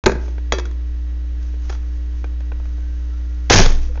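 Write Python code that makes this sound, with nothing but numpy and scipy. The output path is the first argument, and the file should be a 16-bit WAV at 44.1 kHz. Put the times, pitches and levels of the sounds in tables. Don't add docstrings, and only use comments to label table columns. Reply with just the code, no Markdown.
import sys
import numpy as np
from scipy import signal
from scipy.fft import rfft, irfft
from scipy.io import wavfile
from scipy.ndimage import uniform_filter1d

SR = 44100
rng = np.random.default_rng(int(sys.argv[2]) if len(sys.argv) > 2 else 0)


def wav_record(signal):
    frames = np.transpose(np.atleast_2d(signal))
    bounded = np.clip(frames, -1, 1)
    quanta = np.round(bounded * 32767).astype(np.int16)
    wavfile.write(sys.argv[1], SR, quanta)


N = 176400

# (frequency [Hz], relative level [dB])
CARDBOARD_TONE = [(60, 7), (200, -3.5), (450, 5.5), (900, -3.5), (1600, -10.5), (2500, -17), (3500, -40.5),
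                  (7000, -42)]
# (frequency [Hz], relative level [dB])
CRACK_TONE = [(200, -14), (800, 9.5), (1600, 11.5), (2800, -2.5), (3400, 5.5), (4400, 3.5), (6000, 1.5),
              (7200, 3.5)]
CARDBOARD_FADE_S, CRACK_FADE_S = .04, .028
TOP_HZ = 7700


def undb(db):
    return 10 ** (np.asarray(db) / 20)


def level(x, db):
    return x * undb(db) / np.sqrt(np.mean(x ** 2))


def blow(x):
    return x / np.sqrt(np.mean(x[:SR // 100] ** 2))


def clock():
    return np.arange(N) / SR


def fade(fade_s):
    return np.exp(-np.log(1000) * np.minimum(clock() / fade_s, 10))


def along(hz, points):
    frequencies, values = np.array(points, float).T
    return np.interp(np.log(np.maximum(hz, 1)), np.log(frequencies), values)


def through(x, response):
    return signal.fftconvolve(x, response[:SR])[:N]


def colour(x, points):
    size = 8192
    gains = undb(along(np.arange(size // 2 + 1) * SR / size, points))
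    cepstrum = irfft(np.log(gains))
    cepstrum[1:size // 2] *= 2
    cepstrum[size // 2 + 1:] = 0
    return through(x, irfft(np.exp(rfft(cepstrum))))


def cut_treble(x, hz=TOP_HZ):
    return signal.sosfilt(signal.cheby1(10, .1, hz, fs=SR, output="sos"), x)


def burst(tone, fade_s):
    size = SR // 3
    noise = rng.standard_normal(size) * fade(fade_s)[:size]
    return blow(cut_treble(colour(noise, tone)))


def ring(notes):
    t = clock()[:SR]
    return blow(sum((-1) ** k * undb(db) * np.sin(2 * np.pi * hz * t) * fade(fade_s)[:SR]
                    for k, (hz, db, fade_s) in enumerate(notes)))


def add(out, start, sound):
    i = int(start * SR)
    out[i:i + len(sound)] += sound[:N - i]


def electronics(mains_hz=60):
    # (multiple of the mains frequency, level [dB])
    hum_notes = [(1, -21.5), (2, -62.5), (3, -52), (5, -46.5), (7, -62), (9, -65.5)]
    # (frequency [Hz], level [dB])
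    whine_notes = [(1701, -70.5), (1921, -65.5), (3838, -72.5)]
    # (frequency [Hz], relative level [dB])
    hiss_tone = [(20, 16), (45, 9.5), (90, 13), (130, 3.5), (350, 1.5), (600, -5.5), (1000, -9.5),
                 (1700, -8.5), (2100, -11.5), (2900, -12), (3400, -14.5), (6600, -19.5)]
    # (frequency [Hz], relative level [dB])
    rumble_tone = [(8, -6.5), (22, 3), (45, -15.5), (200, -63.5)]
    t = clock()
    hum = sum(undb(db) * np.sin(2 * np.pi * k * mains_hz * t) for k, db in hum_notes)
    whine = sum(undb(db) * np.sin(2 * np.pi * hz * t) for hz, db in whine_notes)
    hiss = level(cut_treble(colour(rng.standard_normal(N), hiss_tone)), db=-46)
    rumble = level(colour(rng.standard_normal(N), rumble_tone), db=-37)
    return np.sqrt(2) * (hum + whine) + hiss + rumble


def can_ring():
    # (frequency [Hz], relative level [dB], fade time [s])
    can_notes = [(870, -10.5, 0.33), (1396, -3, 0.19), (1790, -6, .3), (2240, -10, 0.23), (2580, -10, .2),
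                 (3105, -15, .2), (3330, 1, 0.17), (3420, -7, 0.11), (3530, -16.5, 0.11), (3960, -7, 0.16),
                 (4650, -7.5, .19), (4880, -10, .14), (5163, -5, 0.11), (5160, -4.5, 0.097),
                 (5750, -3, .14), (6200, -4, 0.11), (5900, -6, 0.092), (6450, -4, 0.1), (6450, -0.5, 0.09)]
    can = ring(can_notes)
    add(can, 0, undb(-7) * burst(CRACK_TONE, fade_s=.12))
    return can


def taps(can):
    # (time [s], tap [dB], metal crack [dB], can ring [dB])
    touches = [(.038, -29.5, -36.5, -52.5), (0.2802, -37.5, -53, -56.5), (.381, -38, -58.5, -60.5),
               (.584, -24.5, -29.5, -52), (.596, -34, -33, -43.5), (1.54, -44.5, -63.5, -63),
               (1.695, -37.5, -38.5, -55), (1.700, -32, -37.5, -48), (1.726, -40, -43.5, -48),
               (1.75, -48, -46, -71), (2.242, -32.5, -49, -63), (2.405, -43.5, -54, -76),
               (2.518, -35.5, -58.5, -69), (2.599, -44.5, -67, -83.5), (2.654, -46, -56.5, -69),
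               (2.781, -45.5, -67, -79), (3.955, -42, -51.5, -62), (3.975, -36, -55, -67)]
    # (frequency [Hz], relative level [dB])
    tap_tone = [(150, -19), (330, 5.5), (480, 5.5), (750, 1.5), (950, 1.5), (1150, -9.5), (1550, -0.5),
                (2050, -14), (2450, -6.5), (2700, -13), (3000, -23), (3400, -18), (4000, -29),
                (7000, -35.5)]
    out = np.zeros(N)
    for start, tap_db, crack_db, ring_db in touches:
        add(out, start, undb(tap_db) * burst(tap_tone, fade_s=.03))
        add(out, start, undb(crack_db) * burst(CRACK_TONE, CRACK_FADE_S))
        add(out, start, undb(ring_db) * can)
    return out


def knocks(can):
    # (time [s], cardboard [dB], boom [dB], metal crack [dB], can ring [dB], contact [s])
    hits = [(0.0596, -19, -20, -15, -50, 0.0026), (0.0612, -12, -16.5, -16, -46.5, 0.0022),
            (0.0644, -10, -20.5, -13, -48.5, 0.00099), (0.078, -17.5, -19, -43, -47.5, 0.0036),
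            (0.095, -19.5, -23.5, -41.5, -47.5, .002), (0.118, -24, -29, -33, -52.5, .002),
            (0.153, -31.5, -29, -54, -62, .004), (0.5219, -19, -33.5, -16, -24, 0.0013),
            (.535, -26, -36.5, -43, -43, 0.00084), (.654, -46, -49.5, -37, -50.5, 0.0028),
            (.711, -51.5, -62, -50.5, -58.5, 0.0026)]
    # (frequency [Hz], relative level [dB], fade time [s])
    box_notes = [(403, 1, 0.066), (481, -3.5, 0.059), (512, -10.5, 0.14), (611, -5, 0.051), (870, -10, .05),
                 (1272, -12, 0.05), (1440, -25.5, 0.078), (1630, -11, 0.04), (1817, -16, 0.068),
                 (2320, -12, 0.027), (2530, -15, 0.021)]
    # (frequency [Hz], relative level [dB], fade time [s])
    boom_notes = [(138, -0.5, 0.17), (205.3, 3, 0.1), (268, 1.5, 0.12)]
    # (frequency [Hz], relative level [dB], fade time [s])
    end_notes = [(3280, -8, .17), (5700, -18.5, .18), (6860, -2.5, 0.24), (6930, 7.5, 0.23)]
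    out, box, boom = np.zeros(N), ring(box_notes), ring(boom_notes)
    for start, box_db, boom_db, crack_db, ring_db, contact_s in hits:
        add(out, start, undb(box_db) * box + undb(boom_db) * boom + undb(ring_db) * can)
        add(out, start, undb(box_db + .5) * burst(CARDBOARD_TONE, CARDBOARD_FADE_S))
        add(out, start, undb(crack_db) * burst(CRACK_TONE, fade_s=10 * contact_s))
    add(out, .0645, undb(-36.5) * ring(end_notes))
    return out


def hollow_air():
    # (time [s], level [dB])
    landings = [(.065, -25), (.524, -24)]
    final_hz, sink_hz, sink_s = 347.7, 71.4, .032
    hz = final_hz + sink_hz * np.exp(-clock() / sink_s)
    note = np.sin(2 * np.pi * np.cumsum(hz) / SR) * fade(.51)
    out = np.zeros(N)
    for start, db in landings:
        add(out, start, undb(db) * note)
    return out


def rubbing():
    # (time [s], level [dB])
    sliding = [(.1, -49), (.19, -60), (.22, -50), (.27, -55), (0.399, -66.5), (1.349, -67), (1.43, -55),
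               (1.58, -63.5), (1.655, -50.5), (1.68, -52), (1.73, -47), (1.78, -61), (1.9, -59.5),
               (2.05, -65.5), (2.17, -58.5), (2.35, -67.5), (2.72, -61), (3.45, -59.5)]
    # (frequency [Hz], relative level [dB])
    rub_tone = [(300, -6.5), (1400, 3.5), (2200, -1), (3500, -3), (4500, -3), (6000, 2.5), (7000, -2.5)]
    times, db = np.array(sliding).T
    roughness_db = 2 * level(uniform_filter1d(rng.standard_normal(N), size=300), db=0)
    hiss = level(cut_treble(colour(rng.standard_normal(N), rub_tone)), db=0)
    return hiss * undb(np.interp(clock(), times, db) + roughness_db)


def thin_tone():
    # (time [s], frequency [Hz], level [dB])
    path = [(2.7, 1480, -69), (2.82, 1530, -61.5), (2.92, 1570, -61.5), (3.049, 1510, -62),
            (3.09, 1335, -71), (3.13, 1330, -57), (3.19, 1395, -67.5), (3.42, 1405, -61.5),
            (3.501, 1400, -63)]
    t = clock()
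    times, hz, db = np.array(path).T
    strength = np.sqrt(2) * np.interp(t, times, undb(db), left=0, right=0)
    return strength * np.sin(2 * np.pi * np.cumsum(np.interp(t, times, hz)) / SR)


def crumple(can):
    # (time [s], level [dB])
    crushing = [(3.497, -25), (3.513, -13), (3.529, -8.5), (3.55, -9), (3.576, -10.5), (3.606, -15),
                (3.629, -18.5), (3.666, -25.5), (3.70, -32), (3.8, -47), (3.88, -49.5), (3.94, -68)]
    snaps_per_s, spread_db, snap_fade_s, ring_db = 1700, 3, .0072, -16.5
    t = clock()
    times, db = np.array(crushing).T
    force = undb(np.interp(t, times, db)) * (t > times[0]) * (t < times[-1])
    snapping = rng.random(N) < snaps_per_s / SR
    snaps = snapping * undb(spread_db * np.minimum(rng.exponential(size=N), 4))
    energy = np.abs(through(snaps ** 2, fade(snap_fade_s)))
    crackle = np.sqrt(energy) * rng.standard_normal(N)
    # (frequency [Hz], relative level [dB])
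    crunch_tone = [(100, 1.5), (400, 5.5), (1000, -0.5), (2500, -0.5), (4000, -2.5), (6000, 0.5),
                   (7200, -2.5)]
    crunch = force * level(cut_treble(colour(crackle, crunch_tone)), db=0)
    ringing = through(crunch, can)
    return crunch + undb(ring_db) * ringing * crunch.std() / ringing.std()


def stamp():
    # (time [s], thud [dB], cardboard [dB], metal crack [dB])
    blows = [(3.499, -13, -15, -11.5), (3.505, -35, -5.5, -16.5), (3.536, -13, -25, -22),
             (3.557, -11, -17.5, -17.5), (3.589, -9, -15.5, -22.5), (3.602, -19, -16, -20),
             (3.653, -22.5, -18.5, -32.5), (3.659, -23, -31, -19.5)]
    # (frequency [Hz], relative level [dB], fade time [s])
    floor_notes = [(46.3, -2.5, 0.088), (93.6, -1, 0.12), (118.5, -4, 0.11), (177, -6, 0.091),
                   (248.5, -14, 0.14)]
    # (frequency [Hz], relative level [dB], fade time [s])
    pop_notes = [(400, -3, .03), (733, -3.5, 0.02), (1020, 6, 0.02), (1400, -2, 0.012)]
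    out, thud = np.zeros(N), ring(floor_notes)
    for start, thud_db, cardboard_db, crack_db in blows:
        add(out, start, undb(thud_db) * thud)
        add(out, start, undb(cardboard_db) * burst(CARDBOARD_TONE, CARDBOARD_FADE_S))
        add(out, start, undb(crack_db) * burst(CRACK_TONE, CRACK_FADE_S))
    add(out, 3.507, undb(-15.5) * ring(pop_notes))
    return out


def floor_bounce(start=3.553, hz=21.59, rise_s=.062, fade_s=.93):
    out, t = np.zeros(N), clock()
    swing = np.sin(2 * np.pi * hz * t) * (1 - np.exp(-t / rise_s))
    add(out, start, undb(5) * swing * fade(fade_s))
    return out


def creak(peak_s=3.905, hz=500, width_s=.012):
    t = clock()
    return undb(-38) * np.sin(2 * np.pi * hz * t) * np.exp(-((t - peak_s) / width_s) ** 2)


def room(x, delay_s=.008):
    # (frequency [Hz], fade time [s])
    fade_times = [(100, 0.74), (400, 0.53), (1000, 0.5), (2800, .36), (7000, 0.2)]
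    tail = np.zeros(SR)
    for hz in 125 * 2. ** np.arange(7):
        octave = signal.butter(3, [hz / np.sqrt(2), hz * np.sqrt(2)], "band", fs=SR, output="sos")
        tail += signal.sosfilt(octave, rng.standard_normal(SR)) * fade(along(hz, fade_times))[:SR]
    tail *= clock()[:SR] > delay_s
    return undb(-17) * through(x, tail / np.sqrt(2 * np.sum(tail ** 2)))


def scene(power_on_s=.038):
    can = can_ring()
    direct = knocks(can) + taps(can) + hollow_air() + rubbing() + thin_tone()
    direct += crumple(can) + stamp() + floor_bounce() + creak()
    mix = direct + room(direct) + electronics()
    return (mix * (clock() > power_on_s))[None]


def record(dry):
    # (time [s], length [s])
    gaps = [(3.551, .003), (3.5546, .0016), (3.6056, .0022)]
    ceiling, full_scale = .82, .9
    t = clock()
    live = np.prod([(t < start) | (t > start + length) for start, length in gaps], axis=0)
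    dull = cut_treble(live * np.clip(dry, -ceiling, ceiling), hz=6613)
    smoothing = signal.ellip(6, .2, 45, TOP_HZ, fs=SR, output="sos")
    return signal.sosfilt(smoothing, np.clip(dull, -full_scale, full_scale))


dry = scene()
out = record(dry)
wav_record(out)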